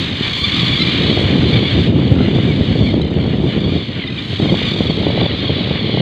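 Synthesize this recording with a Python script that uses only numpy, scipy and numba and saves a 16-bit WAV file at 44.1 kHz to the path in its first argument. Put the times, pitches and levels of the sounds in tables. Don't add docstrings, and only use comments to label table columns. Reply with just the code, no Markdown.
import sys
import numpy as np
from scipy import signal
from scipy.fft import rfft, irfft
from scipy.io import wavfile
from scipy.ndimage import uniform_filter1d, map_coordinates
from numba import njit

SR = 44100
rng = np.random.default_rng(int(sys.argv[2]) if len(sys.argv) > 2 else 0)


def master(y):
    cut = np.clip(np.atleast_2d(y).T, -1, 1)
    pcm = np.round(cut * 32767)
    wavfile.write(sys.argv[1], SR, pcm.astype(np.int16))


def volts_from_decibels(level):
    exponent = np.asarray(level, float) / 20
    return 10 ** exponent


N = 265041
T = np.arange(N) / SR

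# (time [s], level [dB], brightness [dB])
FLOCK_LEVELS = [(0.0, -19.5, -27.5), (0.099, -25.5, -28), (0.4, -19.5, -26), (0.65, -16.5, -29.5),
                (1.17, -19.5, -32.5), (1.29, -23, -30.5), (1.841, -23, -31), (1.918, -34.5, -28.5),
                (2.39, -30.5, -28), (2.88, -26.5, -30), (3.06, -38, -29.5), (3.75, -27, -31),
                (4.05, -34.5, -31.5), (4.27, -29.5, -26), (4.7, -20.5, -31), (4.95, -25, -31.5),
                (5.3, -24, -36.5), (6.01, -23.5, -38)]
OVERTONES_DB = [-15.5, -7.5, -2, -3.5, -5, -8, -11.5, -11, -17.5, -11, -13, -7.5, -13.5]
# (time [s], level [dB])
SURF_LEVELS = [(0, -27.5), (1.1, -21.5), (1.3, -25), (1.84, -23.5), (1.92, -30.5), (2.4, -27.5),
               (3.06, -33), (3.75, -30.5), (4.27, -32), (4.45, -28), (4.7, -30.5), (5.1, -29),
               (6.01, -28.5)]
# (frequency [Hz], level per Hz [dB])
SURF_TONE = [(400, -3), (800, -2.5), (1300, -3.5), (1900, 4), (3000, 5), (4500, -6), (6000, -5.5),
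             (15500, -14.5)]
# (time [s], level [dB], turbulence [dB])
GUSTS = [(0.0, -19.5, -15.5), (0.38, -25.5, -11.5), (0.55, -17.5, -21.5), (1.07, -15.5, -8.5),
         (1.59, -10, -13), (1.67, -19.5, -9), (1.75, -11, -13), (2.96, -12, -13.5), (3.11, -18.5, -8.5),
         (3.17, -14.5, -10.5), (3.74, -14.5, -11.5), (3.85, -23, -11.5), (4.35, -22, -17),
         (4.44, -12, -10.5), (4.67, -19.5, -12), (5.2, -15, -7), (5.37, -19.5, -10), (6.01, -19.5, -9.5)]
# (frequency [Hz], level per Hz [dB])
WIND_TONE = [(15, -66.5), (25, -38.5), (74, -4), (111, 0), (143, -1), (300, -6), (501, -15), (743, -25),
             (961, -32), (1500, -39), (1950, -52), (3300, -120)]
# (time [s], length [s], level [dB])
HISSES = [(1.115, .015, -18), (1.151, .015, -14.5), (1.192, .05, -12), (1.258, .052, -17), (1.32, .02, -22),
          (0.351, .05, -16), (.57, .05, -15), (1.488, .05, -19.5), (1.81, .05, -18), (2.84, .085, -22.5),
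          (3.41, .04, -24), (4.26, .08, -21), (4.66, .04, -18), (.79, .04, -16.5), (1.03, .06, -16.5),
          (.15, .025, -19), (2.44, .075, -25.5), (2.76, .05, -27), (4.5, .04, -21), (4.76, .085, -19.5),
          (5.875, 0, -25), (3.2, .04, -28), (5.48, .025, -27)]
# (time [s], peak [dB], centre [Hz], edge [dB])
THUMPS = [(0.204, -4.5, 194, -29), (0.623, -7, 135.4, -10), (1.003, -6, 200, -29), (1.171, -2, 346, -26),
          (1.299, -1, 201, -18), (1.327, -4, 243, -30), (1.626, -6.5, 279, -17), (1.883, -1.5, 205, -24),
          (1.921, -10, 312, -29), (1.95, -3, 132, -26), (3.158, 0.5, 170, -23), (2.11, 4.5, 130.4, -18),
          (2.749, -5, 148.5, -6), (2.8, 1, 125, -13), (2.937, 0, 285, -36), (3.435, 0, 175, -20),
          (3.613, -9, 157, -27), (3.753, -3, 136.7, -10.5), (3.885, -11, 224, -21), (4.396, -7.5, 276, -20),
          (2.28, -2, 213, -17), (4.803, -0.5, 249, -20), (4.893, -3, 225, -23), (5.064, -2.5, 317, -24),
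          (5.206, -5, 138, -14), (5.493, -3.5, 124.3, -9.5), (3.712, -4, 125, -20), (5.704, -3, 169, -10.5),
          (5.89, -6.5, 257, -18), (5.972, -5, 153.6, -13), (.384, -25, 139, -22), (.418, -11, 99, -11),
          (0.879, -20, 115, -16), (1.093, 0.5, 210, -28), (1.387, -3.5, 144, -23), (1.732, -8, 153, -19),
          (3.376, -8, 165.5, -13.5), (3.558, -2.5, 211, -27), (3.986, -8.5, 170, -31),
          (4.045, -14, 216, -16), (4.322, -11, 132, -7.5), (4.422, -15, 131, -7), (4.483, -7.5, 194, -11),
          (4.52, -2, 169, -13), (5.553, -7, 128, -20), (5.255, -7, 187.5, -6), (5.838, -6.5, 191, -21),
          (5.603, -8, 200, -12), (5.935, -4.5, 150, -12), (4.712, -5.5, 186, -18), (5.997, -0.5, 165, -13),
          (1.699, -15, 147, -23), (2.2, -0.5, 200, -19)]
# (middle [s], pitch [Hz], slide over the cry [fraction], level [dB], second overtone [dB])
SCREAMS = [(.255, 1162, -0.0041, -26.5, 1), (.395, 1052, 0, -27.5, 1), (.443, 1145, -.05, -27.5, 5),
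           (.571, 1230, .11, -26.5, -10), (.674, 1084, .1, -29.5, -1), (.722, 1132, 0.054, -34, 11),
           (.798, 1073, -0.089, -34, 16), (0.811, 1334, -.1, -24.5, -1), (.902, 1198, 0.0064, -26, 7),
           (1.078, 1023, 0.00036, -28.5, 1), (1.141, 1173, .1, -26, 3), (1.495, 1050, 0.099, -29, -10),
           (1.525, 1112, .1, -30, 5), (1.572, 1155, -0.086, -31.5, 7.5), (1.644, 1108, -0.0041, -29.5, 6),
           (1.8, 1085, -.05, -37.5, -3), (2.23, 1040, .07, -45, 6), (2.36, 1180, .03, -37, -2),
           (2.44, 1110, 0.131, -37, 7), (2.51, 1146, -.1, -39, 16), (2.666, 1250, 0.034, -37, 2),
           (2.92, 1215, -.12, -40.5, -8), (2.88, 1105, -0.08, -38, 13), (3.217, 1144, -0.092, -46, 9),
           (3.704, 1163, -0.059, -47.5, 8), (3.755, 1107, -0.12, -35.5, 2),
           (4.096, 1020, -.05, -40.5, 15.5), (4.171, 1233, -.06, -49.5, 17), (4.39, 900, 0.097, -52, 18),
           (4.435, 1090, 0.09, -30.5, -4), (4.466, 1105, -.05, -33.5, 7), (4.514, 1039, -.1, -30, 2),
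           (4.657, 1115, -.05, -31, 3), (4.897, 1120, -.1, -30, -6), (4.981, 1090, -.1, -34, 9),
           (5.464, 1107, .05, -31, 0), (5.59, 1148, -.03, -32, -6), (5.659, 1120, -0.00067, -31, 2),
           (5.83, 1030, .05, -44, 12), (5.89, 1135, -0.0014, -34, -8)]
# (time [s], length [s], pitch [Hz], level [dB], brightness [dB])
RATTLES = [(0.281, 0, 1168, -20.5, -42), (0.491, 0.0023, 1225, -30.5, -34),
           (0.643, 0.0006, 1025, -25.5, -34), (0.74, .1, 1144, -24, -36.5),
           (1.037, 0.079, 1114, -23.5, -41.5), (1.19, 0.033, 1125, -23, -31.5),
           (2.079, 0.0029, 1153, -23, -34), (2.626, 0, 989, -30, -33.5), (3.018, 0, 1264, -23.5, -29),
           (3.048, .092, 1246, -31, -26.5), (3.187, 0.11, 1145, -30.5, -29.5),
           (3.615, .03, 1168, -24, -36.5), (4.077, 0.0086, 1172, -21, -44), (4.192, 0, 1204, -21, -39.5),
           (4.341, .021, 1161, -22.5, -38.5), (4.394, 0.002, 1132, -20.5, -34),
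           (4.631, 0.011, 1048, -23, -33), (4.724, 0.007, 1087, -32, -28), (4.871, 0.0072, 1174, -19, -34),
           (4.92, 0.1, 1338, -31.5, -24), (5.042, 0, 1187, -24, -36.5), (5.11, 0, 1160, -19.5, -43),
           (5.211, 0.022, 1165, -19.5, -43), (5.454, .028, 1107, -20.5, -45.5)]
# (time [s], length [s], pitch [Hz], level [dB], brightness [dB])
TRILLS = [(0.32, 0.049, 1140, -19, -37), (0.565, 0.036, 1234, -16, -31), (1.129, 0.025, 1156, -24.5, -36),
          (1.5, 0.09, 1184, -23, -33), (1.669, 0.058, 1162, -20.5, -36.5), (1.807, 0.059, 1146, -32, -26.5),
          (2.352, .017, 1174, -25.5, -29.5), (2.43, .12, 1171, -32.5, -28.5),
          (2.3, .045, 1173, -30.5, -35.5), (2.76, 0.13, 1143, -31, -27.5), (3.463, 0.042, 1175, -29.5, -28),
          (3.746, 0.11, 1134, -33, -33), (4.434, 0.0094, 1096, -28.5, -43),
          (4.558, 0.034, 1113, -24, -31.5), (4.658, 0.031, 1092, -25.5, -30),
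          (5.245, 0.016, 1173, -19, -46), (5.382, 0.024, 1220, -23, -37),
          (5.556, 0.043, 1128, -23.5, -42.5), (5.891, 0.044, 1138, -28, -39.5)]
# (time [s], length [s], pitch [Hz], level [dB], brightness [dB])
ANSWERS = [(1.2, 0.027, 1248, -30.5, -29), (2.62, .06, 1030, -33, -38), (1.8, 0.054, 1230, -33, -36),
           (3.2, 0.041, 1060, -32, -33), (3.018, .065, 1055, -31.5, -36), (3.17, 0.034, 1116, -35, -38),
           (3.905, .045, 1095, -35.5, -38), (4.205, .02, 1187, -31.5, -38), (.58, 0.047, 1300, -19.5, -37),
           (.81, 0.037, 1345, -26, -36), (4.69, .02, 1500, -23, -36), (5.17, 0.045, 1000, -25.5, -40),
           (1.99, .06, 1170, -29, -41), (2.16, 0.078, 700, -36, -38), (4, .04, 1030, -33, -38),
           (2.9, 0.055, 1130, -32, -38), (5.3, 0.016, 1000, -24, -44), (5.405, 0.02, 1400, -25.5, -42),
           (5.965, 0.021, 1120, -24, -42), (1.7, 0.024, 1195, -28, -35), (0.84, .07, 1010, -24, -36),
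           (2.53, .04, 1225, -32, -38), (3.5, .04, 1030, -33, -38), (5.79, 0.034, 1400, -35, -42)]
# (time [s], length [s], pitch [Hz], level [dB], brightness [dB])
CHURRS = [
    (3.953, 0, 1046, -32.5, -38),
    (4.0, 0.041, 1066, -32, -41),
    (4.066, 0.02, 1047, -35.5, -42),
    (4.105, 0.02, 1277, -27.5, -34),
    (4.145, 0.04, 1257, -28, -37),
    (4.3, 0.011, 1204, -37.5, -38),
    (4.845, .1, 1130, -41, -36),
    (2.19, .07, 1052, -34, -37),
]
# (time [s], peak [dB])
SLAPS = [(4.398, -12), (4.456, -14), (4.541, -10.5), (4.616, -15), (4.762, -16), (4.805, -14),
         (4.905, -13.5), (5.031, -13), (5.066, -15), (5.102, -12), (5.175, -8), (5.214, -9), (5.346, -22),
         (5.443, -18), (5.493, -11), (5.565, -17), (5.673, -16.5), (5.897, -19), (5.949, -17), (5.972, -9),
         (1.24, -19), (1.505, -24), (1.577, -17), (1.752, -26), (1.998, -19), (2.03, -20), (2.069, -16),
         (2.2, -20), (2.362, -16), (2.385, -13), (2.56, -32), (2.865, -27), (2.996, -17), (3.243, -23),
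         (3.582, -22), (4.495, -21), (4.787, -31), (5.014, -15), (5.583, -17), (5.755, -17)]
# (frequency [Hz],
# level [dB])
MICROPHONE_TONE = [(2400, -0.5), (2650, -4.5), (2900, 3), (4300, 0.5), (4700, -11.5), (5100, -19.5),
                   (5600, -30), (6100, -25.5), (7300, -27.5), (8500, -34), (10000, -38), (11500, -37),
                   (13000, -49.5), (15500, -57.5)]


def level(x):
    return x / np.sqrt(np.mean(x ** 2))


def gain_at(table, hz):
    f, db = np.transpose(table)
    return np.interp(np.log(hz), np.log(f), db)


def colour(x, table, size=8192):
    hz = np.maximum(np.arange(size // 2 + 1) * SR / size, 1)
    cepstrum = irfft(np.log(volts_from_decibels(gain_at(table, hz))))
    cepstrum[1:size // 2] *= 2
    cepstrum[size // 2 + 1:] = 0
    ringing = irfft(np.exp(rfft(cepstrum)))
    return signal.fftconvolve(x, ringing)[:len(x)]


def split(x, hz):
    low = signal.sosfiltfilt(signal.butter(5, hz, fs=SR, output="sos"), x)
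    return low, x - low


def smooth_twice(x, k):
    return uniform_filter1d(uniform_filter1d(x, k), k)


def walk(rate):
    k = int(SR / rate)
    steps = np.repeat(rng.standard_normal(N // k + 1), k)
    return level(smooth_twice(steps, k)[:N])


def steady(x, seconds):
    return x / np.sqrt(smooth_twice(x ** 2, int(seconds * SR)) + 1e-12)


def follow(table):
    s, *columns = np.transpose(table)
    return [np.interp(T, s, c) for c in columns]


def samples(s):
    return (s * SR).astype(np.int64)


@njit
def bursts(start, length, hz, glide, gains, turns):
    out = np.zeros(N)
    for e in range(len(start)):
        phase = 0.
        for i in range(length[e]):
            u = i / length[e]
            phase += 2 * np.pi * hz[e] * (1 + glide[e] * (u - .5)) / SR
            j = start[e] + i
            if j >= 0 and j < N:
                total = 0.
                for k in range(gains.shape[1]):
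                    total += gains[e, k] * np.sin((k + 1) * phase + turns[e, k])
                out[j] += total * np.sin(np.pi * u) ** 2
    return out


def pips(s, hz, db, second_db, top_db, seconds, scatter_db, slide=0.024):
    count = len(OVERTONES_DB)
    order = np.arange(1, count + 1)
    chance = rng.standard_normal((len(s), 2 * count + 2))
    throat_db = OVERTONES_DB + np.outer(second_db, order == 2) + np.outer(top_db, order > 4)
    gains = volts_from_decibels(db[:, None] + throat_db + scatter_db * chance[:, :count])
    length = samples(seconds * np.exp(.15 * chance[:, -1]))
    glide = slide + .015 * chance[:, -2]
    return bursts(samples(s) - length // 2, length, 1. * hz, glide, gains, 10 * chance[:, count:-2])


def flock(pitch_hz=1195, count=400, size=16):
    bird = rng.standard_normal((count, 5, 1))
    onset = (np.arange(count) + 8 * rng.random(count)) * 6.5 / count - .45
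    slip = rng.standard_normal((count, size, 3))
    along = np.linspace(-1, 1, size)
    gaps_s = .017 * np.exp(.3 * bird[:, 0] - .2 * along + .25 * slip[..., 0])
    s = onset[:, None] + np.cumsum(gaps_s, axis=1)
    hz = pitch_hz * np.exp(.06 * bird[:, 1] - .075 * (along + .3) ** 2 + .013 * slip[..., 1])
    db = 2.2 * bird[:, 2] + 2.5 * slip[..., 2] - 8 * along ** 4
    second_db = 1.5 * bird[:, 3] + 0 * s
    top_db = 1.5 * bird[:, 4] + 0 * s
    columns = (s, hz, db, second_db, top_db)
    return pips(*(c.ravel() for c in columns), seconds=0.014, scatter_db=0.5)


def surf():
    return level(colour(rng.standard_normal(N) * volts_from_decibels(2.0 * walk(20)), SURF_TONE))


def wind():
    happens = rng.random(N) < 900 / SR
    kicks = rng.standard_normal(N) * happens * volts_from_decibels(2.5 * np.minimum(rng.exponential(size=N), 3))
    flurries = volts_from_decibels(2.9 * walk(30) + 2.9 * walk(16))
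    pressure = (level(kicks) + 0.75 * rng.standard_normal(N)) * flurries
    rumble, rasp = split(colour(pressure, WIND_TONE), hz=363.0)
    gust_db, rasp_db = follow(GUSTS)
    return volts_from_decibels(gust_db) * (steady(rumble, seconds=0.067) + volts_from_decibels(rasp_db) * steady(rasp, seconds=0.072))


def hisses(size=8, gap_s=.0125, puff_s=.008):
    s, seconds, db = np.transpose(HISSES)[..., None]
    gaps = np.round(seconds / gap_s)
    times = s + seconds * np.arange(size) / np.maximum(gaps, 1)
    sizes = volts_from_decibels(db + 1.5 * rng.standard_normal(times.shape)) * (np.arange(size) <= gaps)
    beats = np.bincount(samples(times).ravel(), sizes.ravel(), N)[:N]
    gate = signal.fftconvolve(beats, np.hanning(int(puff_s * SR)), "same")
    _, bright_air = split(rng.standard_normal(N), hz=5300)
    return gate * bright_air


def thumps(cycles=2.91):
    s, db, hz, edge_db = np.transpose(THUMPS)
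    shape_db = [1.5, -7.0, 2.0, -7.0, -8.0]
    gains = volts_from_decibels(db[:, None] - 4.0 + shape_db + np.outer(edge_db, [0, 0, 1, 1, 1]))
    turns = 2 * np.pi * rng.random(gains.shape)
    return bursts(samples(s), samples(cycles / hz), hz, 0 * hz - .3, gains, turns)


def screams():
    s, hz, slide, db, second_db = np.transpose(SCREAMS)
    held = pips(s, hz, db, second_db, 0 * s - 7.0, seconds=0.11, scatter_db=1.5, slide=slide)
    return held * volts_from_decibels(6 * walk(110))


def near_birds(table, gap_s, second_db, sag=0.033, arch=.5, size=10):
    s, seconds, hz, db, top_db = np.array(table, float).T[..., None]
    slip = rng.standard_normal((len(table), size, 3))
    gaps = np.round(seconds / gap_s)
    along = np.arange(size) / np.maximum(gaps, 1)
    silent_db = -200 * (np.arange(size) > gaps)
    sagging = sag * (along - .5) * (gaps > 0)
    arching = arch * seconds * (2 * along - 1) ** 2
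    pip_hz = hz * np.exp(-sagging - arching + 0.013 * slip[..., 0])
    pip_db = db + 0.33 * slip[..., 1] + silent_db
    throat_db = second_db - 30 * np.log(hz / 1160) + 2.0 * slip[..., 2]
    columns = (s + seconds * along, pip_hz, pip_db, throat_db, top_db + 34.0 + 0 * along)
    return pips(*(c.ravel() for c in columns), seconds=.014, scatter_db=1.3)


def slaps(hz=420, cycles=1.52):
    s, db = np.transpose(SLAPS)
    chance = rng.random((len(s), 2))
    pitch = hz * (0.81 + 0.32 * chance[:, 0])
    gains = volts_from_decibels(db[:, None] + [5, -5])
    turns = 0 * gains + np.pi * np.round(chance[:, 1:])
    return bursts(samples(s), samples(cycles / pitch), pitch, 0 * s, gains, turns)


def scene():
    flock_db, bright_db = follow(FLOCK_LEVELS)
    surf_db, = follow(SURF_LEVELS)
    far = steady(flock(), seconds=0.052) * volts_from_decibels(flock_db)
    body, top = split(far + surf() * volts_from_decibels(surf_db), hz=5440)
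    distance = body + top * volts_from_decibels(bright_db + 34.5)

    near = near_birds(RATTLES, gap_s=.028, second_db=-2.5)
    near = near + near_birds(TRILLS, gap_s=.0145, second_db=1.0)
    near = near + near_birds(ANSWERS, gap_s=0.015, second_db=0.5)
    near = near + near_birds(CHURRS, gap_s=.021, second_db=10.5) + screams()
    near = map_coordinates(near, [(T + .0002 * walk(80)) * SR], mode="mirror")

    buffet = 1.15 * np.tanh((wind() + thumps() + slaps()) / 1.15)
    return (distance + near + hisses() + buffet)[None]


def roll_off(x):
    return signal.sosfilt(signal.butter(12, 15500, fs=SR, output="sos"), x)


def record(dry):
    lead = SR // 4
    running = colour(np.concatenate([dry[0, lead:0:-1], dry[0]]), MICROPHONE_TONE)[lead:]
    fade = np.sin(np.pi / 2 * np.clip((T[-1] - T) / .003, 0, 1))
    heard = running * fade
    return roll_off(heard[None])


dry = scene()
out = record(dry)
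master(out)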